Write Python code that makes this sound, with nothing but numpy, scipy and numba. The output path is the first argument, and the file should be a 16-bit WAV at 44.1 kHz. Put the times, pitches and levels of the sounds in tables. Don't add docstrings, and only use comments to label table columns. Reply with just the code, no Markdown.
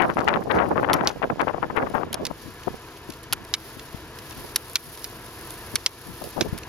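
import sys
import numpy as np
from scipy import signal
from scipy.fft import rfft, irfft, next_fast_len
from scipy.io import wavfile
from scipy.ndimage import uniform_filter1d
from numba import njit

SR = 44100
rng = np.random.default_rng(int(sys.argv[2]) if len(sys.argv) > 2 else 0)


def pcm_store(signal):
    levels = np.round(np.clip(np.atleast_2d(signal), -1, 1) * 32767)
    wavfile.write(sys.argv[1], SR, levels.astype(np.int16).T)


def makeup_ratio(level_db):
    decades = np.asarray(level_db, float) / 20
    return 10 ** decades


N = 294588


def level(x, db):
    return x * makeup_ratio(db) / np.sqrt(np.mean(x ** 2))


def curve(table):
    return np.interp(np.arange(N) / SR, *np.transpose(table))


def colour(x, points):
    hz, db = np.transpose(points)
    size = next_fast_len(x.shape[-1])
    f = np.log(np.maximum(np.arange(size // 2 + 1) * SR / size, 1))
    gain = makeup_ratio(np.interp(f, np.log(hz), db, -90, -90))
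    return irfft(rfft(x, size) * gain, size)[..., :x.shape[-1]]


def walk(rate):
    k = int(SR / rate)
    steps = np.repeat(rng.standard_normal(N // k + 1), k)
    return 1.2 * uniform_filter1d(uniform_filter1d(steps, k), k)[:N]


def pair(alike, lead):
    common, left, right = rng.standard_normal((3, N))
    shared = np.array([np.roll(common, -lead), common])
    return np.sqrt(alike) * shared + np.sqrt(1 - alike) * np.array([left, right])


@njit
def svf(x, hz, damp):
    low, band, b, l = np.empty(len(x)), np.empty(len(x)), 0., 0.
    for i in range(len(x)):
        g = np.tan(np.pi * hz[i] / SR)
        v = (b + g * (x[i] - l)) / (1 + g * (g + damp))
        low[i], band[i] = l + g * v, damp * v
        b, l = 2 * v - b, l + 2 * g * v
    return low, band


def brighten(rows, neutral_db, slope):
    return [(s, db, ms, slope * (db - neutral_db)) for s, db, ms in rows]


def churn(trim_db):
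    per_s, ends_s, fade_db_per_s, length_ms, bright_db = 36, 2.35, 2, 3.6, -20.5
    count = int(per_s * ends_s)
    place, size = rng.random((count, 2)).T
    s = (np.arange(count) + place) / per_s
    db = -25 + trim_db - fade_db_per_s * s - 5 * (2 * size - 1)
    return [(a, b, length_ms, bright_db) for a, b in zip(s, db)]


def wind(gusts, per_s=1000, spread_db=4.0, corner_hz=620, db_per_octave=12.0, taper=0.32):
    power, octaves = np.full(N, 1e-9), np.zeros(N)
    for s, db, ms, bright_db in gusts:
        i = np.arange(max(int((s - .12) * SR), 0), min(int((s + 0.067) * SR), N))
        late = (i / SR - s) * 1000 / ms + .3
        fall = np.minimum(.5 * (late * np.where(late < 0, 1.5, .8)) ** 2, 4)
        gust_power = makeup_ratio(2 * db) * np.exp(-fall) * (fall < 4)
        power[i] += gust_power
        octaves[i] += gust_power * (bright_db / db_per_octave - taper * fall)
    hz = np.clip(corner_hz * 2 ** (octaves / power + 0.29 * walk(160)), 70, 3000)
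    chance = rng.random((3, N))
    hearts = [int(g[0] * SR) for g in gusts]
    chance[:, hearts] = [[0], [.9], [.4]]
    sizes = makeup_ratio(-spread_db * np.log(0.3 + chance[2]))
    kicks = (chance[0] < per_s / SR) * -np.sign(chance[1] - .3) * sizes
    driven = level(kicks * makeup_ratio(2.0 * walk(110)), 0) * np.sqrt(power / hz)
    hump = svf(driven, hz, 2.77)[1]
    pops = svf(svf(hump, 2.3 * hz, 1.25)[0], 4.16 * hz, 0.72)[0]
    leak = signal.butter(1, 70, "highpass", fs=SR, output="sos")
    return makeup_ratio(37.0) * signal.sosfilt(leak, pops)


def eddies(air, rows):
    out, span = air.copy(), np.arange(-300, 300)
    t = span / SR
    for (s, db, hz), turn in zip(rows, rng.random(len(rows))):
        i = int(s * SR) + span
        bell = np.exp(-.5 * (t * hz / 0.4) ** 2)
        edge = np.exp(-.5 * (t * hz / 0.24) ** 2) * np.cos(2 * np.pi * (2.37 * hz * t + turn))
        swing = bell * np.cos(2 * np.pi * (hz * t + turn))
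        swing = swing + makeup_ratio(-10.5 + 0.84 * db) * edge
        out[i] = out[i] * (1 - bell ** .5) + makeup_ratio(db - 1.5) * swing
    return out


def left_wind():
    # (t/s, level/dB, half length/ms)
    strong = [(0.0, -11, 21.5), (.098, -18, 14.8), (.197, -17.5, 19), (.255, -22, 3.5), (.291, -11, 12.1),
              (.345, -14.5, 16), (.422, -28, 16), (.514, -13.5, 9.7), (.552, -19.5, 36), (.605, -14.5, 28),
              (.76, -13, 2.8), (.782, -14, 10), (.848, -17.5, 19), (.901, -13.5, 9.1), (.942, -12.5, 8.8),
              (.988, -20.5, 110), (1.008, -14.5, 5.2), (1.069, -15.5, 11.6), (1.105, -21, 12.3),
              (1.235, -16, 9.6), (1.304, -18.5, 4), (1.409, -15.5, 13.2), (1.487, -17, 12),
              (1.547, -17.5, 7.6), (1.634, -16, 6.3), (1.706, -18, 4), (1.775, -14.5, 12.8),
              (1.821, -21, 18), (1.954, -14.5, 8.8), (2.033, -21.5, 4.4)]
    # (t/s, level/dB,
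    # half length/ms, brightness/dB)
    puffs = [(.476, -20.5, 6.3, -15.5), (.722, -19.5, 10.5, -9.5), (.665, -21.5, 60, -11),
             (1.578, -25, 8, -3.5), (1.87, -23.5, 6.4, 0), (1.906, -22.5, 5.1, -9.5),
             (1.991, -19.5, 22, -6.5), (2.078, -32, 2.6, -6), (3.33, -34, 14, -26), (2.144, -25, 7.4, -1.5),
             (2.207, -23.5, 4.8, -10), (2.309, -24.5, 4.1, -10.5), (2.459, -33.5, 21, -26.5),
             (2.673, -19, 1.3, -13), (2.683, -19.5, 2.1, -10.5), (3.331, -23, 2.5, 14),
             (4.317, -32.5, 2.8, 4), (3.094, -29, 4.7, -27), (3.77, -33, 2.9, -23), (3.945, -25, 2.8, -24),
             (4.385, -31, 15, -31.5), (4.406, -35, 4, -25), (4.873, -30, 4.5, -32),
             (5.742, -20.5, 2.9, -24), (6.091, -31, 16, -24.5), (6.218, -22.5, 3.4, -11.5),
             (6.381, -21, 13.3, -14), (6.457, -22.5, 9.7, -17), (6.526, -16, 2.6, -32)]
    # (t/s, peak/dB, pitch f/Hz)
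    slaps = [(0.0085, -18, 990), (0.02, -14, 1110), (0.1007, -3.5, 1160), (0.1205, -24, 830),
             (0.1705, -2, 840), (0.2037, -9, 1160), (0.2174, -7.5, 1040), (0.2528, -13, 600),
             (0.2853, 2.5, 1210), (0.3022, -9, 990), (0.3297, -5, 1010), (0.3595, -3, 1100),
             (0.391, -16, 720), (0.5054, -4, 1120), (0.5182, -3, 1160), (0.5925, -6.5, 1130),
             (0.6024, -1.5, 970), (0.625, -8, 1210), (0.64, -6, 690), (0.7294, -10, 540), (0.7595, -9, 690),
             (0.7791, -2, 980), (0.8311, -3.5, 810), (0.849, -5, 1120), (0.8888, -4, 990),
             (0.8993, -0.5, 1120), (0.9083, -4, 920), (0.9414, -6, 970), (0.951, -5, 1060),
             (1.0114, -3.5, 1140), (1.0376, -4.5, 726), (1.0657, -6, 970), (1.22, -7, 745),
             (1.2308, -4.5, 1110), (1.2423, -6.5, 1220), (1.301, -4, 840), (1.397, -4, 1040),
             (1.4084, -3.5, 1240), (1.418, -4.5, 1010), (1.4731, -4.5, 685), (1.4817, -3, 950),
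             (1.4974, -7.5, 900), (1.5465, -7.5, 670), (1.582, -12, 800), (1.6292, -3.5, 1010),
             (1.7033, -12, 870), (1.7758, -5, 1290), (1.8353, -9.5, 720), (1.8715, -11, 860),
             (1.954, -6, 1130), (1.9823, -7, 980), (2.0337, -7, 940), (2.3132, -12.5, 740),
             (2.6777, -8, 550), (6.2205, -20, 610), (6.3797, -9, 606)]
    # (t/s, peak/dB, pitch f/Hz)
    last_slaps = [
        (2.681, -8.5, 800),
        (6.373, -16, 795),
        (6.394, -17, 600),
        (6.459, -19, 540),
    ]
    air = wind(brighten(strong, neutral_db=-13.5, slope=0.54) + puffs + churn(trim_db=-3.0))
    return eddies(air, slaps + last_slaps)


def right_wind():
    # (t/s, level/dB, half length/ms)
    strong = [(.053, -21, 18), (.099, -21, 6.4), (.187, -11.5, 2.6), (.241, -22.5, 8.1), (.304, -20, 27),
              (.368, -15, 5.6), (.41, -21, 11.4), (.456, -25, 5.5), (.535, -18.5, 8.9), (.577, -15.5, 15),
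              (.654, -24, 6.9), (.716, -19, 11), (.795, -21.5, 24), (.878, -28, 12), (.919, -19, 12),
              (.976, -21.5, 21), (1.035, -20.5, 16), (1.164, -33, 4.7), (1.25, -22.5, 6.8),
              (1.31, -19.5, 13.2), (1.427, -14, 3), (1.515, -39, 46), (1.595, -37, 12), (1.654, -19, 1.4),
              (1.687, -33, 1.9), (1.736, -32, 9.9), (1.814, -18.5, 15), (1.861, -22.5, 7.1),
              (1.985, -30, 9.7), (2.068, -30, 3.4)]
    # (t/s, level/dB, half length/ms, brightness/dB)
    puffs = [(2.106, -35, 1.5, -18), (2.176, -30, 6.5, -8), (2.23, -25, 13.7, -15), (2.371, -29, 1.6, -19),
             (2.708, -29, 3.1, -26), (2.74, -28.5, 6.6, -20), (3.4, -33, 15, -28), (4.446, -32.5, 4.7, -17),
             (6.249, -26, 8.8, -19), (6.274, -26, 1.6, -15), (6.416, -14, 3.4, -12),
             (6.48, -24.5, 6.6, -35), (6.549, -30.5, 14, -27.5)]
    # (t/s, peak/dB, pitch f/Hz)
    slaps = [(0.0524, -5, 990), (0.0936, -12, 880), (0.1866, -12, 1010), (0.2313, -19, 510),
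             (0.2932, -6, 790), (0.305, -12, 810), (0.3735, -6.5, 690), (0.459, -13.5, 590),
             (0.5664, -10, 604), (0.5767, -4.5, 420), (0.7794, -16, 560), (0.7979, -8.5, 480),
             (0.874, -16, 490), (0.919, -8, 980), (0.959, -19, 540), (1.0937, -17, 610), (1.1612, -18, 570),
             (1.2476, -7, 505), (1.3594, -18.5, 550), (1.4253, -11, 600), (1.4335, -14, 550),
             (1.5857, -15.5, 510), (1.6545, -18, 650), (1.8109, -14, 720), (1.9658, -18, 670),
             (2.217, -28, 550), (2.744, -21, 530), (6.2451, -22, 490)]
    # (t/s, peak/dB, pitch f/Hz)
    last_slaps = [
        (6.255, -28, 500),
        (6.274, -22, 350),
        (6.409, -8, 560),
        (6.4196, -11, 400),
    ]
    air = wind(brighten(strong, neutral_db=2.4, slope=0.48) + puffs + churn(trim_db=-2.0))
    return eddies(air, slaps + last_slaps)


def wheels():
    # (t/s, spray level/dB)
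    roll = [(0, -62.5), (.65, -63.5), (1.0, -63), (1.78, -67), (1.95, -59.5), (2.11, -69.5), (2.42, -55.5),
            (3.42, -62), (3.66, -50), (4.1, -57), (4.39, -48), (4.56, -53.5), (4.95, -44), (5.21, -52.5),
            (5.55, -48.5), (5.86, -53), (6.25, -47), (6.68, -57.5)]
    # (f/Hz, density/dB)
    hiss_colour = [(1060, -25), (1800, -5), (1890, -53), (2110, -14), (2610, -9), (4850, -4.5),
                   (7500, -12.5), (9750, -37), (16500, -120)]
    # (f/Hz, density/dB)
    spray_colour = [(6000, -52), (8000, -17), (10000, -1.5), (12000, -1), (14000, -8.5), (15850, -15)]
    spray_db = curve(roll) + 1.6
    hiss_db = -52.5 + 0.56 * (spray_db + 54)
    grain = makeup_ratio(1.3 * walk(150) + 0.45 * walk(25))
    hiss = level(colour(pair(0.31, lead=0), hiss_colour), 0.99) * makeup_ratio(hiss_db)
    spray = level(colour(pair(0.26, lead=5), spray_colour), 0.97)
    spray = spray * makeup_ratio(spray_db + np.array([[-.4], [.4]]))
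    spatter = makeup_ratio(0.5 * walk(110) + 2.6 * walk(400))
    return grain * (hiss + spray * spatter)


def drone():
    # (t/s, level/dB)
    swell = [
        (2.35, -46),
        (5.7, -41.5),
        (5.85, -46),
        (6.68, -42),
    ]
    # (f/Hz, density/dB)
    rumble_colour = [(12, -41), (20, -10.5), (43, 0.5), (141, 1.5), (166, -7), (376, -3), (474, -2),
                     (561, -11), (677, -6.5), (801, -11), (988, -3), (1140, -8.5), (3000, -16), (3900, -21),
                     (6600, -120)]
    # (multiple of whine_hz, level/dB)
    overtones = [(1, 4), (2, -7), (3, -10), (4, -3), (5, 1.5)]
    whine_hz = 336
    rumble = level(colour(pair(0.96, lead=4), rumble_colour), 1.43)
    whine = 0
    for k, db in overtones:
        cycles = np.cumsum(k * whine_hz * (1 + .008 * walk(3)) + 14.0 * k * walk(90)) / SR
        whine = whine + makeup_ratio(db + 2.0 * walk(19)) * np.sin(2 * np.pi * cycles)
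    balance_db = np.array([[.7], [-.7]])
    return (rumble + level(whine, -8.5)) * makeup_ratio(curve(swell) + 0.83 * walk(9.9) + balance_db)


def spits(rows, points, trim_db, spread):
    power, span = np.zeros(N), np.arange(-1200, 1200)
    t_ms = span / SR * 1000
    for s, db, ms in rows:
        i = np.maximum(int(s * SR) + span, 0)
        power[i] += makeup_ratio(2 * db) * np.exp(-(t_ms / (spread * ms)) ** 2)
    return level(colour(pair(0.82, lead=-1), points), trim_db) * np.sqrt(power)


def flung_grit():
    # (t/s, level/dB, length/ms)
    flung = [(0.02, -36, 3), (0.0837, -43, 1.9), (0.1465, -40, 2.1), (0.1662, -46, 2.0), (0.1902, -48, 3.9),
             (0.2057, -47, 2.4), (0.2451, -40, 2.0), (0.4059, -47, 2.3), (0.4397, -42, 1.7),
             (0.5215, -43, 3.8), (0.5499, -41, 2.1), (0.5569, -47, 0.9), (0.5642, -45, 0.9),
             (0.6889, -43, 4.4), (0.8104, -49, 1.6), (0.829, -46, 2.8), (0.8717, -58, 1.7),
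             (0.9478, -52, 0.7), (0.9542, -58, 0.99), (1.0313, -50, 2.5), (1.0483, -50, 2.7),
             (1.0816, -29, 1.1), (1.0909, -41, 1.7), (1.0977, -53, 1.3), (1.1122, -53, 1.8),
             (1.1206, -52, 1.8), (1.4147, -38, 2.2), (1.766, -45, 7.9), (1.7751, -51, 1.6),
             (1.7855, -48, 1.5), (1.7939, -57, 1.3), (1.8998, -42.5, 3.9), (1.9456, -40, 1.6),
             (2.8864, -45, 1.9), (2.9732, -42, 1.8), (3.0435, -47, 1.6), (3.0873, -45, 1.8),
             (3.1027, -38, 5.2), (3.1227, -44, 3.1), (3.1367, -42, 2.1), (3.2324, -40, 2.6),
             (3.2385, -40, 1.8), (3.3417, -50, 1.4), (3.4424, -45, 1.5), (3.4501, -39, 2.4),
             (3.7948, -44, 1.6), (4.698, -31, 1.9), (4.7154, -37, 1.5), (4.734, -30, 1.6),
             (4.7603, -26, 1.6), (5.412, -33, 1.8), (5.4737, -35, 1.3), (5.5068, -27, 1.9),
             (5.5406, -36, 3.4), (5.72, -39, 1.3), (6.2408, -28, 1.2), (6.2907, -35, 2), (6.5787, -31, 2.5),
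             (6.5866, -28.5, 1.9), (6.5946, -54, 1),
             (2.797, -50, 2), (3.491, -45, 4.3), (4.309, -40, 3), (4.352, -44, 2), (4.396, -41, 3),
                  (4.624, -39, 2), (4.684, -43, 4), (4.975, -41, 3), (5.312, -42, 3), (5.453, -37, 2),
                  (5.579, -39, 2), (5.672, -40, 1.5)]
    # (f/Hz, density/dB)
    spit_colour = [(3000, -30), (7000, -10), (9000, -2), (11000, 4.5), (13500, -8), (16000, -14)]
    return spits(flung, spit_colour, trim_db=0.4, spread=0.29)


def ticks(rows, treble_db, tail_db):
    ring_hz = rng.uniform(2060, 6100, len(rows))
    return [(s, db, treble_db, tail_db, hz) for (s, db), hz in zip(rows, ring_hz)]


def poles(strikes, shaft, tip_hz, suddenness, tip_db, bite_hz, follow, lags, left_db):
    out, t = np.zeros((2, N + 4096)), np.arange(3000) / SR
    hz, mode_db, t60 = np.transpose(shaft)[:, :, None]
    low = signal.butter(2, [1250, 7200], "bandpass", fs=SR, output="sos")
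    high = signal.butter(2, [9000, 1.26 * tip_hz], "bandpass", fs=SR, output="sos")
    tail = makeup_ratio(-60 * t / 0.02) * (1 - np.exp(-(t / 0.0013) ** 2))
    fade = tail + makeup_ratio(-33 - 60 * t / 0.023)
    crack = np.exp(-.5 * ((t * 1000 - .35) / .1) ** 2)
    tip_crack = crack ** suddenness * np.sin(2 * np.pi * tip_hz * t)
    tip_ring = makeup_ratio(-60 * t / 0.024) * np.sin(2 * np.pi * 9750 * t)
    for s, db, treble_db, tail_db, ring_hz in strikes:
        chance, grit = rng.standard_normal((2, len(hz), 1)), rng.standard_normal((4, len(t)))
        modes = makeup_ratio(mode_db + 3 * chance[0] - 60 * t / t60) * np.sin(2 * np.pi * hz * (1 + .03 * chance[1]) * t)
        bend = makeup_ratio(8.0 - 60 * t / 0.021) * np.sin(2 * np.pi * ring_hz * t)
        ring = modes.sum(0) + bend
        grind = makeup_ratio(tail_db + 9.5) * fade * (1.31 * grit[0] + 0.67 * grit[1:3]) * makeup_ratio(1.9 * grit[3])
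        crack_hz = bite_hz * (max(ring_hz, 3000) / bite_hz) ** follow
        bite = 1.55 * crack * (np.sin(2 * np.pi * crack_hz * t) + 0.076)
        dull = signal.sosfilt(low, bite + grind + makeup_ratio(tail_db - 5) * ring)
        sharp = signal.sosfilt(high, 2.35 * tip_crack + 0.14 * fade ** .5 * grind + 0.1 * tip_ring)
        treble = makeup_ratio(treble_db + np.array(tip_db)[:, None])
        hit = makeup_ratio(db + np.array([[left_db], [0]])) * (dull + treble * sharp)
        lag = np.interp(s, *np.transpose(lags))
        delay = np.exp(-1j * np.pi * lag * np.linspace(0, 1, len(t) // 2 + 1))
        hit[0] = irfft(rfft(hit[0]) * delay, len(t))
        i = int((s - .0005) * SR)
        out[:, i:i + len(t)] += hit
    return out[:, :N]


def rear_skier():
    # (t/s, peak/dB, treble share/dB, grinding tail/dB, shaft ring f/Hz)
    plants = [(1.0738, 0, -18, -18.5, 4480), (1.0915, -30, -14, -1.5, 3400), (2.2526, -15, -2, -11.5, 5400),
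              (2.2546, -26.5, -21, -3.5, 4700), (2.267, -19.5, 0, -8, 3900), (3.5394, -3.5, -17, -13, 3860),
              (3.548, -16.5, -12, -11, 2970), (4.7561, -15, -23, -3, 4130), (4.7576, 0.5, -8, -19.5, 3630),
              (4.7686, -19, -14, -11, 3600), (5.0436, -17.5, 4.5, -15, 5330),
              (5.0485, -22.5, -17, -12, 4860), (5.8628, 2, -14, -17.5, 3270), (5.871, -24, -16, -16, 3000),
              (6.4104, -6.5, -14, -11, 3900)]
    # (t/s, peak/dB)
    clacks = [(.0207, -38), (.1378, -41), (.1892, -34), (.2057, -36), (1.0476, -38), (1.3946, -41),
              (1.4138, -35.5), (2.6347, -38.5), (3.1034, -35), (3.122, -38), (3.2387, -40), (3.7946, -33),
              (4.309, -35), (6.6335, -32.5)]
    # (f/Hz, level/dB, t60/s)
    shaft_modes = [(2290, -15.5, 0.097), (3830, -7, 0.031), (5820, -27, 0.016)]
    # (t/s, delay of the left port/samples)
    drift = [
        (4.8, 1.8),
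        (6.4, 2.2),
    ]
    strikes = plants + ticks(clacks, treble_db=-26, tail_db=-3)
    return poles(strikes, shaft_modes, tip_hz=11800, suddenness=3.7, tip_db=(1.5, 3.2),
                 bite_hz=4970, follow=0.2, lags=drift, left_db=-2.0)


def front_skier():
    # (t/s, peak/dB, treble share/dB, grinding tail/dB, shaft ring f/Hz)
    plants = [
        (.9329, -5.5, -8, -20.5, 3590),
        (.9394, -33.5, 21, 7.5, 5600),
        (2.1294, -31.5, 15, 2.5, 3150),
        (3.3263, -7, -7, -15.5, 3340),
        (3.332, -21, 15.5, 0.5, 1390),
        (4.188, -32, 3, -7.5, 5100),
        (4.5595, -7.5, -6, -12, 5680),
        (4.5613, -13.5, 12, -9.5, 3850),
        (4.566, -24, 6, -12, 3500),
        (5.7592, -8.5, -16, -15.5, 4400),
    ]
    # (t/s, peak/dB, treble share/dB, grinding tail/dB, shaft ring f/Hz)
    glancing = [
        (2.1433, -11, -4.5, -20, 3400),
        (5.7563, -15.5, 9, -5.5, 5770),
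    ]
    # (t/s, peak/dB)
    grit_ticks = [(.1464, -44), (.2454, -37), (.55, -38), (1.7663, -34.5), (1.8998, -40), (1.9285, -44),
                  (3.1374, -35), (3.2326, -41), (3.4501, -37), (.5214, -42), (4.698, -36), (4.7341, -47),
                  (4.9748, -29.5), (5.4121, -37), (5.4736, -45), (5.5068, -31.5), (5.5408, -39),
                  (6.2404, -28.5), (6.25, -44), (6.2906, -41), (6.5787, -28), (6.5865, -31)]
    # (f/Hz, level/dB, t60/s)
    shaft_modes = [(2290, -8, .04), (3120, -2, .03), (5500, -10, .02)]
    # (t/s, delay of the left port/samples)
    drift = [
        (0, -.75),
        (3.4, -.6),
        (5.8, -1.35),
    ]
    strikes = plants + ticks(grit_ticks, treble_db=-12, tail_db=-10.5)
    firm = poles(strikes, shaft_modes, tip_hz=10500, suddenness=2.3, tip_db=(0.0, 0.0),
                 bite_hz=4400, follow=0.36, lags=drift, left_db=-1.5)
    singing = poles(glancing, shaft_modes, tip_hz=9900, suddenness=.9, tip_db=(0.0, 0.0),
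                    bite_hz=5100, follow=0.27, lags=drift, left_db=-0.5)
    return firm + singing


def scuffs():
    # (t/s, level/dB, length/ms)
    drags = [(.558, -47, 33), (.968, -46, 14), (1.088, -34, 18), (1.113, -44, 10), (2.887, -49, 2),
             (2.97, -49.5, 16), (3.103, -42, 4.4), (3.795, -42, 4.4), (4.19, -41, 5), (4.31, -45, 4),
             (4.328, -41, 3), (5.025, -43, 3), (5.878, -40, 8), (6.368, -45, 4), (6.424, -35, 14)]
    # (f/Hz, density/dB)
    drag_colour = [(1500, -18), (2600, 2.5), (4500, 0), (6500, -1), (8000, -22), (11000, -8), (15000, -22)]
    return spits(drags, drag_colour, trim_db=0.1, spread=0.41)


def scene():
    air = np.array([left_wind(), right_wind()])
    rolling = wheels() + drone() + flung_grit()
    skiers = rear_skier() + front_skier() + scuffs()
    return air + rolling + skiers


def top_cut(x):
    return signal.sosfilt(signal.butter(12, 16460, fs=SR, output="sos"), x)


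def record(dry):
    # (t/s, gain drop/dB)
    ducks = [
        (0.287, 1.5),
        (0.935, 1.5),
        (1.076, 0),
        (3.545, 2),
        (4.565, 2),
        (4.766, 5),
        (5.87, 3.5),
    ]
    attack_s, recover_s, notch_hz, notch_width_hz = 0.0058, 0.31, 8200, 410
    t = np.arange(N) / SR
    duck_db = 0
    for s, db in ducks:
        duck_db = duck_db + db * np.clip((t - s) / attack_s, 0, 1) * np.exp(-np.maximum(t - s, 0) / recover_s)
    mix = dry * makeup_ratio(-duck_db)
    for q in (notch_hz / notch_width_hz, 13.0):
        mix = signal.lfilter(*signal.iirnotch(notch_hz, q, fs=SR), mix)
    mix = signal.sosfilt(signal.butter(8, 16100, fs=SR, output="sos"), mix)
    return top_cut(np.clip(mix, -1, 1))


dry = scene()
out = record(dry)
pcm_store(out)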